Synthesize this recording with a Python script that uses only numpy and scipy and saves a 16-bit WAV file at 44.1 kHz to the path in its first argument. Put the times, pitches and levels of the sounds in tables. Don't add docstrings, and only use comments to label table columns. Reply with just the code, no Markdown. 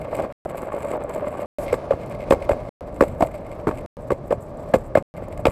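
import sys
import numpy as np
from scipy import signal
from scipy.fft import rfft, irfft, next_fast_len
from scipy.io import wavfile
from scipy.ndimage import map_coordinates

SR = 44100
rng = np.random.default_rng(int(sys.argv[2]) if len(sys.argv) > 2 else 0)


def pcm_store(signal):
    levels = np.round(np.clip(np.atleast_2d(signal), -1, 1) * 32767)
    wavfile.write(sys.argv[1], SR, levels.astype(np.int16).T)


N = 243123

# start_s, end_s
SILENCES = [(0.3252, 0.4511), (1.4593, 1.5853), (2.693, 2.8086), (3.8612, 3.969), (5.0252, 5.1401)]
# centre_hz, width_hz, relative level_db
DECK = [(343, 305, -9.5), (492, 31, -7), (588.2, 87, 3), (680, 50, -29.5), (870, 240, -17),
        (1128, 110, -15), (1660, 280, -28), (2123, 61, -28.5), (2367, 394, -35.5), (4400, 1100, -52.5)]
# centre_hz, width_hz, relative level_db
STEEL = [(4460, 1500, 0.5), (7750, 580, 8.5), (8400, 1500, -2), (9800, 1100, -8.5), (11480, 550, -12.5),
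         (13450, 2400, 2)]


def amp(db):
    return 10 ** (np.asarray(db) / 20)


def unit(x):
    return x / np.sqrt(np.mean(x ** 2) + 1e-20)


def curves(rows):
    time_s, *columns = np.transpose(rows)
    return [np.interp(np.arange(N) / SR, time_s, column) for column in columns]


def wobble(rate):
    knots = rng.standard_normal(int(N * rate / SR) + 4)
    return map_coordinates(knots, [np.arange(N) * rate / SR])


def filtered(x, response):
    n = x.shape[-1]
    padded = 2 * next_fast_len(n // 2 + 2048)
    spectrum = rfft(x, padded) * response(np.fft.rfftfreq(padded, 1 / SR))
    return irfft(spectrum, padded)[..., :n]


def ringing(modes):
    def response(f):
        f = f + 1
        power = 0
        for centre, width, db in modes:
            resonance = amp(2 * db) / (1 + ((f * f - centre * centre) / (f * width)) ** 2)
            power = power + resonance / (1 + (f / (1.336 * centre)) ** 4)
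        cepstrum = irfft(np.log(power + 1e-14) / 2)
        half = cepstrum.shape[-1] // 2
        cepstrum[..., 1:half] *= 2
        cepstrum[..., half + 1:] = 0
        return np.exp(rfft(cepstrum))
    return response


def grit(per_s, spread_db):
    chance, side, size = rng.random((3, N))
    occurs = chance < per_s / SR
    return occurs * np.sign(side - .5) * amp(-spread_db * np.log(size + 0.0024))


def knock(modes, peak_db, contact_ms, shudder_db=-60, shudder_s=.05, size=SR // 12):
    t = np.arange(size) / SR
    phase = t / (np.maximum(contact_ms, .2)[:, None] / 1000)
    progress = np.clip(phase, 0, 1)
    knots = rng.standard_normal((len(phase), 40))
    places = np.broadcast_arrays(np.arange(len(phase))[:, None], t * 400)
    ragged = amp(4.2 * map_coordinates(knots, places))
    shudder = amp(shudder_db - 60 * t / shudder_s) * progress * ragged
    push = (np.sin(np.pi * progress) ** 2 + shudder) * rng.standard_normal(phase.shape)
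    ring = filtered(push, ringing(modes))
    envelope_peak = np.abs(signal.hilbert(ring)).max(1)
    return ring * (amp(peak_db) / envelope_peak)[:, None]


def add(track, times, rows):
    for s, row in zip(times, rows):
        part = track[round(s * SR):][:len(row)]
        part += row[:len(part)]
    return track


def low_rumble():
    # frequency_hz, relative level_db
    spectrum = [(15, -36.5), (25, -1.5), (44, -1), (120, -0.5), (200, -6.5), (400, -12.5), (800, -52.5),
                (2000, -120)]
    hz, db = np.transpose(spectrum)
    noise = rng.standard_normal(N)
    return unit(filtered(noise, lambda f: amp(np.interp(np.log(f + 1), np.log(hz), db))))


def sand_like_hiss():
    peak_s, hiss_db = 1.645, -46
    swell_db_per_s, stop_db_per_s = 110, 750
    t = np.arange(N) / SR - peak_s
    level_db = hiss_db + np.where(t < 0, swell_db_per_s, -stop_db_per_s) * t
    noise = rng.standard_normal(N)
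    return amp(level_db) * unit(filtered(noise, ringing([(7990, 1000, 0), (13000, 9200, 0)])))


def tread_hiss():
    noise = rng.standard_normal(N)
    return unit(filtered(noise, ringing([(4140, 3700, 6.5), (9500, 5000, -3.5)])))


def axle_chatter(shake):
    burst = amp(2.26 * shake + 4.3 * wobble(120) + 4.5 * wobble(31.29))
    trains = []
    for part in range(2):
        pushes = unit(grit(970, 3.8) * burst * amp(0.6 * wobble(90)))
        trains.append(pushes + 0.32 * unit(burst * rng.standard_normal(N)))
    return trains


def steel_rattle(chatter):
    washers = filtered(chatter[0], ringing(STEEL[1:3]))
    bearings = filtered(chatter[1], ringing(STEEL[3:]))
    rattle = unit(washers + bearings)
    return filtered(rattle, lambda f: 1 / np.sqrt(1 + (6600 / (f + 1)) ** 8))


def wheel_clatter(chatter):
    return unit(filtered(chatter, ringing(DECK[7:])))


def sharp_stones(shake):
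    pushes = grit(900, 4.3) * amp(1.5 * shake)
    return unit(filtered(pushes, ringing(DECK[3:9])))


def deck_roar(coarse_db, shake):
    pushes = grit(2500, coarse_db) / amp(1.26 * coarse_db)
    return unit(filtered(pushes * amp(1.07 * coarse_db * shake), ringing(DECK)))


def rolling():
    # time_s, deck_db, axle_rattle_db (before its drift), rumble_db (before its wobble)
    levels = [(0, -31.5, -51, -33), (.07, -33, -60.5, -38), (.19, -25.5, -48.5, -35), (.3, -31.5, -59, -44),
              (.5, -31, -55, -38.5), (.85, -30.5, -55, -43), (.91, -28, -51, -40),
              (1.01, -30.5, -60, -39.5), (1.4, -31, -55, -39.5), (1.62, -28.5, -52, -36.5),
              (1.8, -32, -75.5, -39), (2.09, -33, -62.5, -38), (2.5, -32, -62.5, -33.5),
              (2.85, -34.5, -62.5, -38), (3.1, -35, -60.5, -31.5), (3.45, -35, -64, -38.5),
              (3.8, -34, -61.5, -35.5), (4.05, -37, -68, -36.5), (4.45, -37, -65.5, -38),
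              (4.7, -33.5, -60.5, -37), (5.0, -38, -71, -36), (5.2, -37.5, -64.5, -38.5),
              (5.51, -35, -55, -32)]
    # tread_db, wheel_clatter_db, upper_mode_db
    ground = [(2.601, -38, -16.5, -16.5), (2.6, -49, -20.5, -12), (.73, -30.5, -20, -20.5),
              (0.728, -33.5, -22.5, -18.5), (.73, -33.5, -43, -26), (1.701, -33.5, -20.5, -13.5)]
    deck_db, rattle_db, rumble_db = curves(levels)
    passage = np.searchsorted([end for start, end in SILENCES], np.arange(N) / SR)
    coarse_db, tread_db, clatter_db, upper_db = np.transpose(ground)[:, passage]
    shake = wobble(60)
    chatter = axle_chatter(shake)
    drift_db = 2.5 * wobble(9)
    board = amp(rumble_db + 1.0 * wobble(10)) * low_rumble()
    board += amp(deck_db + tread_db + 2.1 * shake) * tread_hiss()
    board += amp(rattle_db + drift_db) * steel_rattle(chatter)
    board += amp(deck_db + clatter_db) * wheel_clatter(chatter[0])
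    board += amp(deck_db + upper_db) * sharp_stones(shake)
    return board + amp(deck_db) * deck_roar(coarse_db, shake)


def ticks():
    # time_s, peak_db
    clicks = [(0.167, -31), (0.454, -36), (0.619, -34.5), (0.73, -37), (0.788, -40), (0.9687, -45),
              (1.038, -34.5), (1.0944, -36), (1.1473, -33.5), (1.419, -35.5), (2.0612, -39.5),
              (2.097, -38.5), (2.3025, -27.5), (2.944, -41.5), (4.0208, -46), (4.785, -41.5), (5.1654, -45),
              (5.284, -38.5), (5.3765, -37.5)]
    time_s, peak_db = np.transpose(clicks)
    contact_ms = np.full(len(time_s), 3.5)
    rows = knock(STEEL[1:], peak_db, contact_ms, -15, 0.011)
    return add(np.zeros(N), time_s - .0005, rows)


def stones():
    # time_s, peak_db
    largest = [(0.128, -16), (0.193, -25), (0.456, -17), (0.544, -19.5), (0.63, -17), (0.739, -17.5),
               (0.842, -18), (0.909, -14), (0.935, -15), (0.974, -16), (1.042, -16), (1.158, -15.5),
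               (1.24, -20), (1.269, -15.5), (1.349, -17.5), (1.39, -17.5), (5.22, -20.5), (5.304, -29),
               (5.391, -23.5)]
    time_s, peak_db = np.transpose(largest)
    contact_ms = np.full(len(time_s), 8)
    rows = knock(DECK[:6], peak_db, contact_ms, -8.5, 0.04)
    return add(np.zeros(N), time_s - .0008, rows)


def joints():
    # time_s, main_peak_db, main_mode_hz, low_peak_db, upper_peak_db
    blows = [(1.727, -6.5, 485, -23, -23), (1.741, -21.5, 557, -13.5, -15), (1.908, -4, 548, -24, -30),
             (1.924, -25, 505, -29, -17.5), (1.934, -17.5, 525, -21, -26.5), (2.308, -0.5, 544, -4, -15),
             (2.323, -1, 535, -7.5, -11), (2.335, -26, 557, -23, -28), (2.492, -4.5, 576, -18, -36),
             (2.508, -19, 470, -15.5, -21), (2.515, -12.5, 565, -35, -16), (2.532, -17, 532, -27, -24),
             (3.009, -4, 536, -3.5, -10.5), (3.023, -4.5, 500, -9.5, -15), (3.036, -12, 580, -19, -21.5),
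             (3.207, -7.5, 650, -13, -25), (3.223, -2.5, 630, -7.5, -16), (3.236, -16, 565, -35, -24),
             (3.671, -17, 576, -9, -20), (3.68, -18, 570, -9.5, -18), (3.69, -14.5, 525, -15.5, -16),
             (3.712, -20.5, 584, -26, -22.5), (4.105, -13.5, 565, -14, -14), (4.118, -9.5, 520, -11.5, -26),
             (4.307, -11.5, 483, -18, -37), (4.313, -14, 554, -36, -16.5), (4.324, -5.5, 593, -17.5, -17),
             (4.739, -1, 522, -5, -8.5), (4.744, -7, 533, -26, -18), (4.755, -12, 524, -15.5, -28),
             (4.953, 0, 605, -12, -16), (4.972, -4, 577, -17, -18), (4.981, -15, 520, -16, -21),
             (5.455, -25.5, 432, -4, -9.5), (5.468, -2.5, 543, -39, -44), (5.48, -39, 610, -21, -19.5)]
    # first_touch_s, snap_db, snap_hz, steel_jar_db, landing_delay_s, thud_db
    crossings = [(1.725, -23, 1400, -28.5, 0.0087, -36), (1.905, -25.5, 1700, -38, .027, -23),
                 (2.308, -16, 2020, -24.5, 0.018, -18), (2.49, -24, 2070, -31, .023, -16),
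                 (3.011, -7, 1300, -27, 0.0036, -20), (3.204, -32, 1510, -29.5, 0.016, -25),
                 (3.671, -19, 1390, -35.5, 0.016, -27.5), (4.104, -33, 1500, -34, 0.015, -21),
                 (4.307, -27, 1690, -37, 0.02, -55), (4.738, -15, 1350, -25.5, 0.023, -19),
                 (4.952, -15, 1630, -28, 0.02, -18.5), (5.453, -4, 2280, -25.5, 0.027, -14.5)]
    time_s, main_db, main_hz, low_db, upper_db = np.transpose(blows)
    first_s, snap_db, snap_hz, jar_db, landing_s, thud_db = np.transpose(crossings)
    crossing = np.searchsorted(first_s, time_s + .005) - 1

    force_db = 10 * np.log10(amp(2 * main_db) + amp(2 * low_db))
    strongest_db = np.array([force_db[crossing == k].max() for k in crossing])
    weaker_db = 0.8 * (force_db - strongest_db)
    steel_db = jar_db[crossing] + weaker_db
    late_db = 800.5 * (time_s - first_s[crossing])
    rim_db = snap_db[crossing] + weaker_db - late_db

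    base_ms = 8
    contact = np.full(len(time_s), base_ms)
    bent = main_hz[:, None] / DECK[2][0]
    main_modes = [(centre * bent, 1.02 * width, db) for centre, width, db in DECK[1:4]]
    rows = knock(main_modes, main_db, contact, -14, 0.12)
    rows += knock(DECK[:1], low_db, contact, -6.0, 0.066)
    rows += knock(DECK[4:7], upper_db, 0.55 * contact, -7, 0.068)
    rows += knock([(snap_hz[crossing, None], 480, 0)], rim_db, 0.67 * contact, -12, .045)
    rows += knock(STEEL, steel_db, 1.1 * contact, -1.3, 0.09)
    rows += knock(STEEL[:1], steel_db - 12.0, contact, -8.5, 0.069)
    rows += knock(DECK[7:9], steel_db + 3, 1.07 * contact, -4.5, 0.078)
    thuds = knock([(78, 72, 0)], thud_db, np.full(len(first_s), base_ms))
    track = add(np.zeros(N), time_s - .0024, rows)
    return add(track, first_s + landing_s, thuds)


def scene():
    return (sand_like_hiss() + rolling() + ticks() + stones() + joints())[None]


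def record(dry):
    top_hz, mic_hz = 15730, 12980
    x = dry / (1 + np.abs(dry / .95) ** 6) ** (1 / 6)
    t = np.arange(N) / SR
    for start, end in SILENCES:
        x = x * ((t < start) | (t > end))
    return filtered(x, lambda hz: (hz < top_hz) / np.sqrt(1 + (hz / mic_hz) ** 22))


dry = scene()
out = record(dry)
pcm_store(out)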